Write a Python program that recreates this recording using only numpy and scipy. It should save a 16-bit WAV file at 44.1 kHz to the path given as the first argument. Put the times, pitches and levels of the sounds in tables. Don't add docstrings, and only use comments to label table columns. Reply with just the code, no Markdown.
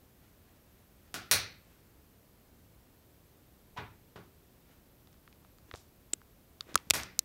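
import sys
import numpy as np
from scipy import signal
from scipy.fft import rfft, irfft
from scipy.io import wavfile

SR = 44100
rng = np.random.default_rng(int(sys.argv[2]) if len(sys.argv) > 2 else 0)


def dump(signal):
    limited = np.clip(np.atleast_2d(signal).T, -1, 1)
    pcm = np.round(limited * 32767).astype(np.int16)
    wavfile.write(sys.argv[1], SR, pcm)


def boost_factor(decibels):
    exponent = np.asarray(decibels, float) / 20
    return 10 ** exponent


N = 319504


def rms_one(x):
    return x / np.sqrt(np.mean(x ** 2) + 1e-20)


def peak_at(sound, db):
    return sound * boost_factor(db) / np.abs(sound).max()


def at_hz(points, hz):
    table_hz, value = np.transpose(points)
    return np.interp(np.log(np.maximum(hz, 1)), np.log(table_hz), value)


def add(track, s, sound):
    i = round(s * SR)
    track[i:i + len(sound)] += sound[:N - i]


def resonance(x, hz, width_hz):
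    r = np.exp(-np.pi * width_hz / SR)
    edge = (1 - r * r) / 2
    return signal.lfilter([edge, 0, -edge], [1, -2 * r * np.cos(2 * np.pi * hz / SR), r * r], x)


def band(x, low_hz, high_hz):
    sos = signal.butter(2, [low_hz, min(high_hz, SR / 2.2)], "band", fs=SR, output="sos")
    return signal.sosfilt(sos, x)


# (pitch [Hz], level per Hz [dB])
HISS_COLOUR = [(12, -37), (20, -11), (26, -7), (65, 0), (355, -10), (586, -15), (866, -19.5), (1560, -23.5),
               (2300, -25.5), (6840, -30), (11000, -29.5), (13200, -27), (15650, -25), (16050, -51.5)]


def floor(hiss_db=-62, whine_hz=12520, whine_width_hz=140, whine_db=-77.5):
    colour = boost_factor(at_hz(HISS_COLOUR, np.fft.rfftfreq(N, 1 / SR)))
    hiss = irfft(rfft(rng.standard_normal(N)) * colour, N)
    whine = resonance(rng.standard_normal(N), whine_hz, whine_width_hz)
    return boost_factor(hiss_db) * rms_one(hiss) + boost_factor(whine_db) * rms_one(whine)


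# (pitch [Hz], time to die by 60 dB [s])
ROOM_RING = [(100, 0.49), (260, 0.42), (700, 0.36), (1400, 0.39), (2300, 0.44), (3100, .36), (4250, 0.37),
             (5200, 0.34), (7000, 0.23), (12800, 0.19)]


def bedroom(gap_ms=1.2, build_ms=0.54):
    t = np.arange(SR * 3 // 4) / SR
    edges = 40 * 2 ** np.arange(0, 9.1, .25)
    white = rng.standard_normal((2, len(t)))
    tail = np.zeros(len(t))
    for k, (low, high) in enumerate(zip(edges, edges[1:])):
        t60 = at_hz(ROOM_RING, np.sqrt(low * high))
        tail += band(white[k % 2], low, high) * boost_factor(-60 * t / t60)
    return tail * (1 - np.exp(-np.maximum(1000 * t - gap_ms, 0) / build_ms))


# (time when fullest [s], swell [s], fade [s], level [dB], brightness [dB])
CLOTH_STROKES = [(.25, .06, 0.08, -74, -14), (.47, .1, 0.28, -77.5, -14), (.78, .06, .1, -82, -10),
                 (1.08, .12, .05, -75, -10), (1.72, 0.13, 0.17, -73, -8), (1.87, .03, 0.053, -84, -3),
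                 (4.72, 0.095, 0.07, -70.5, -15), (5.695, .03, 0.012, -71, -5),
                 (5.759, 0.032, 0.076, -65.5, 3.5), (6.625, .01, 0.024, -69, -8),
                 (6.695, 0.034, 0.11, -61, -16), (6.79, 0.027, 0.056, -64.5, -8),
                 (6.875, .02, 0.034, -73, -4)]


def rustle(room, edge_db=-15.5):
    catches = rng.random(N) < 9000.0 / SR
    grains = catches * boost_factor(2.0 * rng.exponential(1, N)) * rng.choice([-1, 1], N)
    dull = rms_one(band(grains, 450, 3000))
    bright = rms_one(band(grains, 2200, 7500))
    t, out = np.arange(N) / SR, np.zeros(N)
    for s, swell_s, fade_s, db, bright_db in CLOTH_STROKES:
        away = np.maximum((s - t) / max(swell_s, .002), (t - s) / max(fade_s, .002))
        out += boost_factor(db + edge_db * away) * (dull + boost_factor(bright_db) * bright)
    return boost_factor(4.0) * out + boost_factor(-35.5) * signal.fftconvolve(out, room)[:N]


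def causal_colour(spectrum, size=4096):
    hz = np.arange(size // 2 + 1) * SR / size
    cepstrum = irfft(np.log(boost_factor(at_hz(spectrum, hz))))
    cepstrum[1:size // 2] *= 2
    cepstrum[size // 2 + 1:] = 0
    return irfft(np.exp(rfft(cepstrum)))


def burst(spread_ms, size=2048):
    hz = np.arange(size // 2 + 1) * SR / size
    spread_s = np.clip(spread_ms, .05, 15) / 1000
    scatter = np.interp(hz * spread_s, np.arange(400), rng.random(400) ** 2)
    bending_s = .0011 * np.sqrt(1000 / (hz + 300.0)) - .0002
    delay_s = 1.6 * spread_s * scatter + bending_s
    phase = 2 * np.pi * np.cumsum(delay_s) * hz[1]
    return irfft(np.exp(-1j * phase))[:size // 2]


def far_blows(events, colours, room):
    out = np.zeros(N)
    for (s, db, spread_ms, tail_db), colour in zip(events, colours):
        blow = peak_at(signal.fftconvolve(burst(spread_ms), causal_colour(colour)), db)
        add(out, s, blow)
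        add(out, s, boost_factor(tail_db) * signal.fftconvolve(blow, room))
    return out


# (time [s], peak level [dB], spread [ms], echo tail level [dB])
RUBBER_SNAPS = [
    (1.1417, -24, 0.72, -24.5),
    (1.3126, -8, .7, -22.5),
    (6.9362, -21.5, 2.5, -22),
    (6.9524, -24, 0.83, -24.5),
]
# (pitch [Hz], level per Hz [dB])
RUBBER_COLOURS = [
    [(35, -41.5), (60, -3), (301, -6), (363, -4.5), (540, -15.5), (732, -3.5), (924, -16), (1380, -2),
     (1660, -7.5), (2090, -10), (3040, -10), (5720, -12.5), (16000, -20.5)],
    [(40, -18), (90, -1), (290, -15.5), (450, -8), (1000, -11.5), (1300, -6.5), (2400, -4), (3050, -10),
     (4250, 0), (5050, -9), (5800, -2), (7400, -12), (9400, -3), (12000, -10.5), (15800, -9.5),
     (17000, -43)],
    [(35, -45), (60, 0), (330, -6), (1660, -4.5), (2250, -4), (2900, -8), (8710, -8.5), (12100, -12.5),
     (16000, -23)],
    [(35, -36), (60, 10), (408, -3), (785, -12.5), (1950, 4), (2650, -6), (6740, 0), (7750, -6),
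     (14600, 3.5), (16000, -38.5)],
]


def snaps(room):
    return far_blows(RUBBER_SNAPS, RUBBER_COLOURS, room)


# (time [s], peak level [dB], spread [ms], echo tail level [dB])
PAW_SWATS = [
    (3.7625, -43, 5.6, -19),
    (3.772, -36.5, 6.8, -25),
    (3.781, -35, 9.0, -26),
    (4.1575, -38, 6.8, -25.5),
]
# (pitch [Hz], level per Hz [dB])
PAW_COLOURS = [
    [(300, -20), (600, -19), (930, 0), (1400, -21), (2500, -26), (6000, -43), (12000, -65)],
    [(180, -26), (300, -13.5), (1050, -4), (2300, -10), (3710, -12), (5130, -23), (5720, -23), (8410, -34),
     (12000, -33), (15600, -61), (22000, -120)],
    [(29, -41), (50, 1), (128, 8), (279, -7), (432, 0), (531, -14), (595, -4.5), (1110, -12.5), (1180, -7),
     (2250, -10), (12000, -71), (15600, -71), (22000, -120)],
    [(29, -33), (50, -6), (172, 0), (273, -17), (368, -1), (623, -11.5), (1360, -12.5), (2470, -22.5),
     (3100, -20.5), (8130, -39), (12000, -43), (15600, -67), (22000, -120)],
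]


def swats(room):
    quilted_room = room * boost_factor(-25.0 * np.arange(len(room)) / SR)
    return far_blows(PAW_SWATS, PAW_COLOURS, quilted_room)


def casing(fade_ms=1.25, level_db=-19.0, size=400):
    echoes = boost_factor(level_db) * rng.standard_normal(size) * np.exp(-np.arange(size) * 1000 / SR / fade_ms)
    echoes[:8] = 0
    echoes[0] = 1
    return echoes


# (time [s], peak level [dB], ring pitch [Hz], hollow ring level [dB])
CLOSE_TICKS = [(5.0727, -51, 4000, -5), (5.129, -54, 5420, -7), (5.1414, -58, 3420, 0),
               (5.277, -47.5, 2550, -1.5), (5.3275, -48.5, 3350, -18), (5.448, -60, 3700, 9),
               (5.5848, -52.5, 5000, -2), (5.713, -36, 2620, -5), (5.739, -33.5, 2760, -2),
               (5.75, -49, 4610, 6), (6.133, -30, 4350, -8), (6.216, -57.5, 4300, 10.5),
               (6.6908, -63, 2940, 0), (6.744, -32.5, 5400, -11), (6.7767, -29, 3900, -22),
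               (6.9003, -41, 6370, -4), (6.9998, -29, 2620, -7), (7.0341, -26, 6500, -19)]


def ticks(hollow_hz=1200, hollow_width_hz=610):
    out = np.zeros(N)
    for s, db, hz, hollow_db in CLOSE_TICKS:
        slip = signal.fftconvolve(burst(.3), casing())
        bright = band(band(slip, 0.48 * hz, 1.26 * hz), .5 * hz, 2.3 * hz)
        hollow = band(resonance(slip, hollow_hz, hollow_width_hz), 460, 2200)
        add(out, s - .0004, peak_at(bright, db))
        add(out, s, peak_at(hollow, db + hollow_db))
    return out


# (time [s], peak level [dB], pitch [Hz])
MIC_JOLTS = [(5.735, -43.5, 78), (5.6924, -52.5, 300.0), (5.714, -53, 754), (5.74, -36, 460),
             (5.749, -40.5, 800.0), (6.135, -37, 340), (6.669, -52, 420), (6.6899, -45, 516),
             (6.695, -48, 338), (6.714, -51, 330), (6.7245, -48, 480), (6.744, -40, 258),
             (6.754, -43, 80.0), (6.764, -44, 300), (6.7575, -30, 486), (6.87, -48.5, 198),
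             (6.9034, -34.5, 240), (6.906, -30.5, 333), (6.908, -41, 79.6), (6.936, -61, 75.7),
             (6.95, -49, 70.0), (7, -42.5, 300.0), (7.021, -51.5, 75.6), (7.037, -55, 73.8)]


def jolts():
    out = np.zeros(N)
    for s, db, hz in MIC_JOLTS:
        cycles = np.arange(3000) / SR * hz
        add(out, s, peak_at(np.sin(2 * np.pi * cycles) * cycles * np.exp(-2.3 * cycles), db))
    return out


# (pitch [Hz], level per Hz [dB])
CRACK_COLOUR = [(290, -29.5), (500, -4.5), (1000, -11.5), (2500, -1), (9500, -3), (13000, -6.5),
                (15000, -7.5), (16700, -14)]


def click_colour(main_hz, side_hz, side_db, shell_db, crack_db, treble_db):
    hz = np.geomspace(200, 20000, num=300)
    # (pitch [Hz], level [dB], sharpness: pitch over width)
    rings = [(main_hz, 0, 5.5), (side_hz, side_db, 5.5), (1295, shell_db, 7.3)]
    gain = sum(boost_factor(db) / (1 + (sharp * (hz / top_hz - top_hz / hz)) ** 2) for top_hz, db, sharp in rings)
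    treble = at_hz([(4600, 0), (11000, treble_db)], hz)
    crack = crack_db + at_hz(CRACK_COLOUR, hz) + treble
    return np.transpose([hz, 20 * np.log10(gain + boost_factor(crack))])


# (time [s], peak level [dB], spread [ms], treble of the crack [dB])
CLOSE_CLICKS = [
    (6.1345, -13, .45, -10.5),
    (6.6076, -22.5, 0.54, -9),
    (6.7553, -6, 0.49, -1.5),
    (6.9014, -8.5, 1.0, 5),
    (6.9071, -2, .6, -5),
    (7.1914, -5.5, .4, 13),
]
# (main ring [Hz], side ring [Hz], side ring level [dB],
# hollow shell level [dB], broad crack level [dB])
RINGING_PARTS = [
    (7450, 3150, -24, -16, -16),
    (4570, 3620, -0.5, -0.5, -11),
    (6670, 10000, -9, 22, -5),
    (5100, 8200, -8, 0, -2),
    (3900, 6300, -9, -4, -2.5),
    (6540, 4320, -9, -26, -25.5),
]


def clicks():
    out = np.zeros(N)
    damping = boost_factor(-1.8 * np.arange(2000) * 1000 / SR)
    for (s, db, spread_ms, treble_db), rings in zip(CLOSE_CLICKS, RINGING_PARTS):
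        colour = causal_colour(click_colour(*rings, treble_db))
        ring = signal.fftconvolve(burst(spread_ms), colour)[:2000]
        add(out, s, peak_at(signal.fftconvolve(ring * damping, casing()), db))
    return out


def afterring(close, level_db=-44, fade_ms=5.2):
    fade = np.exp(-np.arange(2400) * 1000 / SR / fade_ms)
    murmur = band(rng.standard_normal(2400), 500, 5000) * fade
    return boost_factor(level_db) * signal.fftconvolve(close, murmur)[:N]


def scene():
    room = bedroom()
    far = rustle(room) + snaps(room) + swats(room)
    close = ticks() + jolts() + clicks()
    return (floor() + far + close + afterring(close))[None, :]


def low_pass(x):
    return signal.sosfilt(signal.butter(12, 16990, fs=SR, output="sos"), x)


def record(dry):
    mix = signal.sosfilt(signal.cheby2(10, 60, 17200, fs=SR, output="sos"), dry)
    return low_pass(mix)


dry = scene()
out = record(dry)
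dump(out)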